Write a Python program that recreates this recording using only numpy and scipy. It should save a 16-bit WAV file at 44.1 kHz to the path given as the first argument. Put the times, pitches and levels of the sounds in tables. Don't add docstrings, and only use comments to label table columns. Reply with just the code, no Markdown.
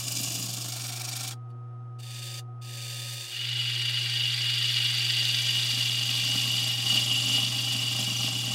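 import sys
import numpy as np
from scipy import signal
from scipy.fft import rfft, irfft, next_fast_len
from scipy.io import wavfile
from scipy.ndimage import uniform_filter1d

SR = 44100
rng = np.random.default_rng(int(sys.argv[2]) if len(sys.argv) > 2 else 0)


def transcribe(u):
    v = np.clip(np.atleast_2d(u).T, -1, 1)
    q = np.round(v * 32767).astype(np.int16)
    wavfile.write(sys.argv[1], SR, q)


N = 376613

# multiple of the mains buzz, above_level_db, open_end_level_db
HUM_LEVELS = [(1, -39.5, -36.5), (2, -72, -82)]
# frequency_hz, colour_db
RUMBLE_COLOUR = [(25, -5.5), (60, 1), (180, -1.5), (400, -2.5), (900, -2), (1400, -4.5), (2000, -13.5),
                 (3300, -17.5), (4500, -26), (9500, -33.5), (15000, -42)]
# frequency_hz, width_hz, above_lift_db, open_end_lift_db
HOUSING_MODES = [(247.5, 29, 15, 7.5), (353, 28, 10, 16), (572, 22, 6, 13), (734, 42, 14, 3),
                 (834, 56, -3.5, 14), (1860, 30, 7, 0), (5220, 200, 6.5, 2), (6130, 110, 7, 0),
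                 (8900, 900, 5, 0)]
# pitch_hz, above_level_db, open_end_level_db
BELT_AND_BEARING_TONES = [(359, -64.5, -64), (478, -68.5, -74.5), (756, -67.5, -85), (905, -78.5, -86),
                          (1145, -83.5, -93), (1383, -78.5, -90)]
# centre_s, half_length_s, change_db
WHINE_DIPS = [(2.03, 0.019, -18)]

# frequency_hz, colour_db
FOOT_COLOUR = [(50, -20.5), (170, 0), (300, -5), (450, -25), (900, -31), (2000, -27), (2500, -14.5),
               (4200, -11.5), (5000, -1.5), (8500, -2), (10000, -8.5), (13000, -12.5), (15500, -13.5)]
BELLY_COLOUR = [(50, -20), (170, 11), (300, 8.5), (450, -22), (900, -25), (2000, -11.5), (2500, -9),
                (4200, -3), (5000, -5.5), (8500, -9), (10000, -10), (13000, -16), (15500, -13.5)]
SKIM_COLOUR = [(50, -31), (500, -5), (1000, -5.5), (1450, -10), (1700, 2), (2500, -20.5), (4000, -12.5),
               (5500, -10.5), (9000, -4.5), (10000, -11.5), (13000, -13), (15500, -15)]
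LONG_COLOUR = [(50, 8.5), (170, -2.5), (310, -5.5), (430, -14), (900, -21), (1400, -3), (2200, -2.5),
               (3000, -1), (4500, -3), (5300, 1), (8000, -2.5), (10000, -5), (12500, -6.5), (15500, -12.5)]
# frequency_hz, width_hz, lift_db
FOOT_MODES = [(688, 70, 14.5), (1120, 69, 10), (1600, 32, 5.5), (1940, 45, -1), (2342, 37, 15),
              (2844, 180, 14), (3530, 110, 10), (4090, 98, 7.5), (4800, 50, 8), (5180, 97, -1.5),
              (6280, 40, 4.5), (6950, 91, 10), (10900, 97, 3), (12900, 380, 5.5)]
BELLY_MODES = [(735, 66, 40), (1094, 110, 6.2), (1380, 92, 11.4), (1580, 16, 7.1), (1810, 48, 7.7),
               (2300, 120, 9.3), (2800, 31, 3.9), (3580, 138, 5.6), (4330, 30, 2.6), (4720, 210, 6.5),
               (5600, 150, 7.9), (6400, 50, 5.9), (6870, 97, 8.4), (7440, 50, 5), (8440, 180, 9.1),
               (11900, 178, 6.2)]
SKIM_MODES = [(555, 22, 15), (1847, 20, 7), (2430, 150, 19.7), (2834, 165, 24), (3586, 123, 24.6),
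              (4440, 230, 11.8), (4730, 230, 12.8), (5900, 210, 5.7), (6400, 36, 7.4), (7320, 52, 8.9),
              (8700, 69, 2.2)]
LONG_MODES = [(214.6, 39, 12.7), (269, 30, 8.7), (446, 30, 5.7), (625, 47, 10.7), (793, 42, 17.4),
              (998, 31, 6), (1111, 76, 6.7), (1596, 37, 9.1), (1867, 32, 11.9), (2010, 28, 12),
              (2357, 69, 11.5), (2530, 30, 4.2), (2770, 74, 10.2), (3340, 96, 13.4), (3538, 56, 10.7),
              (3727, 90, 9.9), (4000, 60, 6.7), (4195, 85, 5), (4590, 80, 2.5), (4702, 190, 20.7),
              (5574, 52, 7.2), (6104, 95, 6.1), (6910, 66, 8.6), (7450, 120, 7.6), (7990, 100, 6.1),
              (9130, 440, 5.1), (11750, 300, 3)]
# frequency_hz, width_hz, lift_db
BEVEL_MODES = [(2150, 26, 9.5), (2550, 27, 14.5)]

# centre_s, half_length_s, extra_load_db
CATCHES = [(0.084, 0.003, 8.5), (0.123, 0.006, 6), (0.172, 0.004, 6.5), (0.195, 0.005, 0), (0.29, 0.003, 3),
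           (0.355, 0.006, 4), (0.571, 0.005, 0), (0.714, 0.005, -3), (0.724, 0.003, 6), (0.769, 0.004, 2),
           (1.092, 0.008, 1.5), (1.327, 0.009, -2), (2.02, 0.009, -5), (2.215, 0.009, -4.5),
           (5.256, 0.002, -1), (6.57, 0.003, 4.5), (7.358, 0.003, 2), (8.102, 0.003, 5.5)]
# start_s, end_s, angle_turns, gap_depth_db
LOW_SPOTS = [(-0.1, 0.482, 0.57, 4), (0.45, 0.856, 0.31, 5), (0.857, 1.335, 0.36, 8.5),
             (1.997, 3.399, 0.67, 2)]
# start_s, end_s, entry_and_exit_s, settled_scrape_db
SKIMS = [(1.487, 1.53, 0.018, -68), (1.985, 2.412, 0.021, -42), (2.611, 3.597, 0.029, -40)]
# time_s, thrust on the tool rest level_db, scrape of the edge level_db
SHAVING_COURSE = [(0, -54.5, -36.5), (0.19, -44, -32.5), (0.42, -46.5, -35.5), (0.65, -50.5, -36.5),
                  (1.0, -60, -38.5), (1.27, -53, -36.5), (1.33, -57, -42)]
# time_s, thump_peak_db, hollow_knock_peak_db
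KNOT_KNOCKS = [(0.202, -31.5, -50), (0.355, -39, -42), (0.437, -39, -50), (5.735, -39, -48),
               (6.354, -31, -34), (6.476, -34, -46), (6.927, -35, -35), (6.969, -37, -34),
               (7.114, -36, -38), (7.259, -47, -44), (7.296, -38, -33), (7.381, -39, -30),
               (7.557, -38, -44), (7.748, -41.5, -40), (7.989, -36, -31), (8.075, -31.5, -36),
               (8.115, -31.5, -42), (8.243, -28, -35), (8.281, -42, -31), (8.477, -32, -33),
               (8.502, -32, -38)]
# time_s, pitch_hz, width_hz, peak_db
CHIP_SNAPS = [(0.722, 5500, 4500, -25.5), (1.504, 3000, 500, -56), (5.254, 3760, 260, -13)]
# centre_s, half_length_s, pitch_hz, peak_db
EDGE_CHIRPS = [(1.505, 0.003, 9100, -73), (1.511, 0.007, 4520, -72), (1.325, 0.003, 3300, -38)]
# start_s, end_s, pitch_hz, width_hz (of each of two passes),
# level_db, angle_turns
FLUTE_SQUEAKS = [(3.49, 6.45, 8960, 700, -57.5, 0.83), (5.1, 6.5, 6160, 330, -50.5, 0.67),
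                 (5.1, 6.45, 11400, 1300, -58, 0.15), (5.42, 5.54, 6900, 900, -40, 0.71),
                 (6.3, 6.8, 11700, 700, -51, 0.64), (6.42, 6.75, 7500, 1000, -56, 0.74),
                 (6.947, 7.42, 7150, 1000, -44.5, 0.76), (6.95, 7.45, 10800, 450, -51.5, 0.074),
                 (7.85, 8.7, 7000, 1000, -48, 0.53), (7.85, 8.7, 10700, 160, -61, 0.47),
                 (8.06, 8.31, 5960, 700, -44, 0.62)]
# time_s, cut_depth_db, bevel_pressure_db
LONG_CUT_HAND = [(3.36, -24.5, -3.5), (3.6, -16, -2.5), (4.4, -13.5, -0.5), (4.8, -11, 0.5), (5.3, -8, -1),
                 (5.75, -4.5, -2.5), (6.25, -2.5, -4.5), (7.2, -1, -7), (8.54, -0.5, -10.5)]
# centre_s, half_length_s, extra_depth_db
HAND_PUSHES = [(5.98, 0.11, -2), (6.35, 0.039, 1.5), (6.55, 0.06, 0), (6.79, 0.07, -2), (6.94, 0.087, 3.5),
               (7.35, 0.085, 2.5), (7.73, 0.022, 2), (8.01, 0.044, 2.5), (8.25, 0.041, 2),
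               (8.42, 0.031, -0.5), (8.53, 0.074, 0.5)]
# centre_s, half_length_s, change_db
CHATTER_FLARES = [(4.08, 0.01, -14), (4.28, 0.059, 3), (4.38, 0.024, -16), (4.96, 0.036, -6),
                  (5.72, 0.081, -5), (6.91, 0.015, 5.5), (6.975, 0.0091, 9), (7.05, 0.01, -8),
                  (7.14, 0.08, 5), (7.232, 0.0048, -25), (7.37, 0.11, 4.5), (7.5, 0.021, -10),
                  (8.45, 0.098, -1)]
# level_db, dB per dB of depth, dB per dB of pressure
THRUST_LAW = (-44.5, 1.33, 0.0)
DRUM_LAW = (-47.5, 1, 0.22)
BEVEL_LAW = (-43, 0.02, 1.0)
WALL_LAW = (-26.5, 0.34, 1.0)
HISS_LAW = (-32.5, 0.64, 0.5)
CHATTER_LAW = (-28.8, 0.25, 0.5)

TIME = np.arange(N) / SR
SIZE = next_fast_len(N + SR // 2)
HZ = np.maximum(np.arange(SIZE // 2 + 1) * SR / SIZE, 1)

FADE_START_S, FADE_END_S = 3.146, 3.52
ROOM_T60_S, ROOM_DB = 0.08, -14
CUTOFF_HZ = 15750
BUZZ_HZ, WHINE_HZ = 120.01, 1256
END_HUM_LAG_TURNS = 0.45
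WHINE_DB, WHINE_SHAVING_DB, WHINE_SKIMMING_DB = -56, -9.5, -1.5
DRIVE_WAVER_HZ, DRIVE_WAVER_DB = 2.22, 1.9
TOP_TURNS_PER_S, END_TURNS_PER_S = 25.6, 24.8
SPOT_BLEND_S = 0.026
GAP_SHARPNESS = 1.72
LIFT_OFF_S, LIFT_OFF_TAKES_S = 1.345, 0.012
SHAVE_RING_DB, SHAVE_HISS_DB = -4, -1
SKIM_RING_DB, SKIM_HISS_DB = -1, -2.5
SETTLE_DB, SETTLE_S = 15, 0.094
LANDING_DB, LANDING_S = 10, 0.024
THUMP_HZ, THUMP_WIDTH_HZ = 222, 140
KNOCK_HZ, KNOCK_WIDTH_HZ = 666, 460
SQUEAK_FADE_S, SQUEAK_SHARPNESS = 0.082, 2.1
PUSH_PRESSES = 0.69
HIGH_SPOT_TURNS, SHOVE_TURNS, CHATTER_TURNS = 0.66, 0.4, 0.29
SHOVE_BEAT_DB, CHATTER_BEAT_DB = 1.6, 2.67
CHATTER_HZ, CHATTER_WIDTH_HZ = 2906, 52
CHATTER_LIMIT = 0.3
CHATTER_FLICKER_DB, CHATTER_FLICKER_PER_S = 1.33, 110


def from_db(db):
    return 10 ** (np.asarray(db) / 20)


def rms_one(x):
    return x / np.sqrt(np.mean(x ** 2) + 1e-20)


def in_time(rows):
    time_s, *columns = np.transpose(rows)
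    return [np.interp(TIME, time_s, column) for column in columns]


def swells(rows):
    return sum(db * np.exp(-np.minimum(((TIME - s) / length) ** 2, 20)) for s, length, db in rows)


def drift(rate):
    pole = np.exp(-40 * np.pi * rate / SR)
    noise = rng.standard_normal(N // 20 + 4002)
    slow = signal.lfilter([1], [1, -2 * pole, pole * pole], noise)[4000:]
    return np.interp(np.arange(N) / 20, np.arange(len(slow)), rms_one(slow))


def once_a_turn(turns_per_s, angle, sharpness):
    return np.exp(sharpness * (np.cos(2 * np.pi * (turns_per_s * TIME - angle)) - 1))


def contact(start, end, ramp):
    return np.clip((TIME - start) / ramp, 0, 1) * np.clip((end - TIME) / ramp, 0, 1)


def filtered(x, response):
    return irfft(rfft(x, SIZE) * response, SIZE)[:N]


def resonance(hz, width_hz):
    return 1 / (1 + 1j * ((HZ - hz ** 2 / HZ) / width_hz))


def body(colour, modes):
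    points_hz, level_db = np.transpose(colour)
    response = from_db(np.interp(np.log(HZ), np.log(points_hz), level_db))
    for hz, width_hz, lift_db in modes:
        response = response * (1 + (from_db(lift_db) - 1) * resonance(hz, width_hz))
    return response


def band(low_hz, high_hz, order):
    return 1 / (1 + (low_hz / HZ) ** order) / (1 + (HZ / high_hz) ** order)


def radiate(force, response, low_hz, high_hz, order=16):
    return rms_one(filtered(force, response * band(low_hz, high_hz, order)))


def strike(response, time_s, peak_db):
    blows = np.zeros(N)
    blows[(np.asarray(time_s) * SR).astype(int)] = from_db(peak_db)
    return filtered(blows, response / np.abs(irfft(response, SIZE)).max())


def workshop(x):
    decay = from_db(-60 * np.minimum(TIME / ROOM_T60_S, 10))
    tail = rng.standard_normal(N) * decay * (TIME > .004)
    tail = tail / np.sqrt(np.sum(tail ** 2))
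    return x + from_db(ROOM_DB) * filtered(x, rfft(tail, SIZE))


def rumble(above, by_end):
    out = 0
    housing = np.array(HOUSING_MODES)
    for share, modes, level_db in ((above, housing[:, [0, 1, 2]], -59.8), (by_end, housing[:, [0, 1, 3]], -58.3)):
        noise = filtered(rng.standard_normal(N), body(RUMBLE_COLOUR, modes))
        out = out + share * from_db(level_db) * rms_one(noise)
    return out


def drive_tones(above, by_end):
    out = 0
    for hz, above_db, end_db in BELT_AND_BEARING_TONES:
        phase = 2 * np.pi * np.cumsum(hz + DRIVE_WAVER_HZ * drift(8)) / SR
        gain = above * from_db(above_db) + by_end * from_db(end_db)
        gain = gain * from_db(DRIVE_WAVER_DB * drift(7.3))
        out = out + gain * np.sqrt(2) * np.sin(phase)
    return out


def drive_whine(above):
    shaving_load = contact(-.1, LIFT_OFF_S, LIFT_OFF_TAKES_S)
    skimming_load = sum(contact(start, end, SETTLE_S) for start, end, _, _ in SKIMS)
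    level_db = WHINE_DB + WHINE_SHAVING_DB * shaving_load + WHINE_SKIMMING_DB * skimming_load
    level_db = level_db + swells(WHINE_DIPS) + 0.656 * drift(14)
    phase = 2 * np.pi * np.cumsum(WHINE_HZ + 1.4 * drift(11.6)) / SR
    return above * from_db(level_db) * np.sqrt(2) * np.sin(phase)


def mains_hum(above, by_end):
    out = 0
    for multiple, above_db, end_db in HUM_LEVELS:
        angle = 2 * np.pi * multiple * BUZZ_HZ * TIME
        hum_above = above * from_db(above_db) * np.sin(angle)
        hum_by_end = by_end * from_db(end_db) * np.sin(angle - 2 * np.pi * END_HUM_LAG_TURNS)
        out = out + np.sqrt(2) * (hum_above + hum_by_end)
    return out


def motor(above, by_end):
    return rumble(above, by_end) + drive_tones(above, by_end) + drive_whine(above) + mains_hum(above, by_end)


def chirps():
    out = np.zeros(N)
    for s, length, hz, peak_db in EDGE_CHIRPS:
        near = np.abs(TIME - s) < 4 * length
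        t = TIME[near] - s
        out[near] += from_db(peak_db) * np.exp(-(t / length) ** 2) * np.sin(2 * np.pi * hz * t)
    return out


def snaps():
    return sum(strike(resonance(hz, width_hz), s, peak_db) for s, hz, width_hz, peak_db in CHIP_SNAPS)


def knocks():
    time_s, thump_db, knock_db = np.transpose(KNOT_KNOCKS)
    wood = body(LONG_COLOUR, LONG_MODES)
    thump = strike(wood * resonance(THUMP_HZ, THUMP_WIDTH_HZ) ** 2, time_s, thump_db)
    knock = strike(wood * resonance(KNOCK_HZ, KNOCK_WIDTH_HZ) ** 2, time_s, knock_db)
    return thump + knock


def fibres(load_db, per_s, tear_db):
    breaks = (rng.random(N) < per_s / SR) * rng.standard_normal(N)
    force = breaks * from_db(load_db + tear_db * drift(100))
    slow_power = np.abs(uniform_filter1d(force ** 2, size=SR // 8))
    return force / np.sqrt(slow_power + 1e-12)


def skimming(beat_db):
    wood = body(SKIM_COLOUR, SKIM_MODES)
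    force = fibres(beat_db + 0.28 * drift(45) + swells(CATCHES), per_s=10000, tear_db=-1.0)
    ring = radiate(force, wood, 360, 5200)
    hiss = radiate(force, wood, 5100, 19000)
    touch = 0
    for start, end, ramp, scrape_db in SKIMS:
        unsettled = np.exp(-np.maximum(TIME - start, 0) / SETTLE_S)
        bump_db = swells([(start, LANDING_S, LANDING_DB)])
        touch = touch + contact(start, end, ramp) * from_db(scrape_db - SETTLE_DB * unsettled + bump_db)
    return touch * (from_db(SKIM_RING_DB) * ring + from_db(SKIM_HISS_DB) * hiss)


def chips(force, load_db, wood, crackle_db, per_s):
    edges, crackle = np.geomspace(5200, 17000, num=3), 0
    for low, high in zip(edges, edges[1:]):
        breaks = fibres(load_db, per_s, tear_db=6.5)
        crackle = crackle + filtered(breaks, wood * band(low, high, order=10))
    crackle = rms_one(np.diff(crackle, prepend=0))
    return rms_one(radiate(force, wood, 5130, 17000) + from_db(crackle_db) * crackle)


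def shaving(beat_db):
    thrust_db, scrape_db = in_time(SHAVING_COURSE)
    load_db = beat_db + 0.17 * drift(45) + swells(CATCHES)
    force = fibres(load_db, per_s=23000, tear_db=1.2)
    push = fibres(0.8 * load_db, per_s=6000, tear_db=1.5)
    travel = np.clip((TIME - .4) / 0.49, 0, 1)
    foot, belly = body(FOOT_COLOUR, FOOT_MODES), body(BELLY_COLOUR, BELLY_MODES)
    out = 0
    for wood, share, drum_db in ((foot, 1 - travel, -50), (belly, travel, -49)):
        thrust = from_db(thrust_db) * radiate(push, wood, 48, 546)
        drum = from_db(drum_db) * radiate(push, wood, 460, 2100)
        ring = from_db(scrape_db + SHAVE_RING_DB) * radiate(force, wood, 2200, 5260)
        hiss = from_db(scrape_db + SHAVE_HISS_DB) * chips(force, load_db, wood, crackle_db=-3.5, per_s=4600)
        out = out + share * (thrust + drum + ring + hiss)
    return out * contact(-.1, LIFT_OFF_S, LIFT_OFF_TAKES_S)


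def squeaks():
    out, friction = 0, rng.standard_normal(N)
    for start, end, hz, width_hz, level_db, angle in FLUTE_SQUEAKS:
        peak = signal.tf2sos(*signal.iirpeak(hz, hz / width_hz, fs=SR))
        tone = signal.sosfilt(np.vstack([peak, peak]), friction)
        pulsed = rms_one(tone * once_a_turn(END_TURNS_PER_S, angle, SQUEAK_SHARPNESS))
        out = out + from_db(level_db) * contact(start, end, SQUEAK_FADE_S) * pulsed
    return out


def ribbon(load_db, wood, per_s, tear_db, flutter_db, wander_turns):
    edges, out = np.geomspace(4600, 16500, num=7), 0
    for low, high in zip(edges, edges[1:]):
        turns = END_TURNS_PER_S * TIME - HIGH_SPOT_TURNS + wander_turns * drift(1.0)
        crackle = fibres(load_db + flutter_db * np.cos(2 * np.pi * turns), per_s, tear_db)
        register = signal.butter(2, [low, high], "band", fs=SR, output="sos")
        out = out + signal.sosfilt(register, crackle + 1e-18)
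    return radiate(out, wood, 4800, 18700)


def wall_chatter(force, wood):
    swing = radiate(force, wood * resonance(CHATTER_HZ, CHATTER_WIDTH_HZ), 2640, 3400)
    recent_power = uniform_filter1d(swing ** 2, size=SR // 400)
    swing = swing / (1 + 2 * recent_power) ** CHATTER_LIMIT
    stutter_db = CHATTER_BEAT_DB * np.cos(2 * np.pi * (END_TURNS_PER_S * TIME - CHATTER_TURNS))
    flicker_db = CHATTER_FLICKER_DB * drift(CHATTER_FLICKER_PER_S)
    return from_db(swells(CHATTER_FLARES) + stutter_db + flicker_db) * rms_one(swing)


def follow(law, depth_db, pressure_db):
    level_db, per_depth, per_pressure = law
    return from_db(level_db + per_depth * depth_db + per_pressure * pressure_db)


def long_cut(beat_db, end_grain_db):
    depth_db, pressure_db = in_time(LONG_CUT_HAND)
    push_db = swells(HAND_PUSHES)
    hand = depth_db + push_db, pressure_db + PUSH_PRESSES * push_db
    wood = body(LONG_COLOUR, LONG_MODES)
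    bevel_wood = wood * body([(1000, 0)], BEVEL_MODES)

    angle = 2 * np.pi * (END_TURNS_PER_S * TIME - HIGH_SPOT_TURNS)
    load_db = beat_db * np.cos(angle) + end_grain_db * np.cos(2 * angle) + 1.0 * drift(62) + swells(CATCHES)
    force = fibres(load_db, per_s=20000, tear_db=-0.95)
    shove_db = SHOVE_BEAT_DB * np.cos(2 * np.pi * (END_TURNS_PER_S * TIME - SHOVE_TURNS))
    push = fibres(shove_db + 0.35 * drift(22), per_s=2500, tear_db=0.4)
    shaving_ribbon = ribbon(0.37 * load_db, wood, per_s=7700, tear_db=1.5, flutter_db=2.0, wander_turns=0.55)

    thrust = follow(THRUST_LAW, *hand) * radiate(push, wood, 86, 375, order=6)
    drum = follow(DRUM_LAW, *hand) * radiate(push, wood, 425, 1342)
    bevel = follow(BEVEL_LAW, *hand) * radiate(force, bevel_wood, 1000, 2330)
    wall = follow(WALL_LAW, *hand) * radiate(force, wood, 2297, 4736)
    hiss = follow(HISS_LAW, *hand) * shaving_ribbon
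    chatter = follow(CHATTER_LAW, *hand) * wall_chatter(force, wood)
    return (thrust + drum + bevel + wall + hiss + chatter) * contact(3.246, 9, ramp=0.17) + squeaks()


def scene():
    by_end = np.clip((TIME - FADE_START_S) / (FADE_END_S - FADE_START_S), 0, 1)
    beat_db = 0
    for start, end, angle, depth_db in LOW_SPOTS:
        gap = once_a_turn(TOP_TURNS_PER_S, angle, GAP_SHARPNESS)
        beat_db = beat_db - depth_db * contact(start, end, SPOT_BLEND_S) * gap
    outside_cuts = np.sqrt(1 - by_end) * (shaving(beat_db) + skimming(beat_db))
    cuts = outside_cuts + long_cut(beat_db=1.0, end_grain_db=1.2)
    at_the_edge = cuts + knocks() + snaps() + chirps()
    return (workshop(at_the_edge) + motor(1 - by_end, by_end))[None]


def record(dry):
    low_pass = signal.ellip(12, .1, 90, CUTOFF_HZ, fs=SR, output="sos")
    return signal.sosfilt(low_pass, dry)


dry = scene()
out = record(dry)
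transcribe(out)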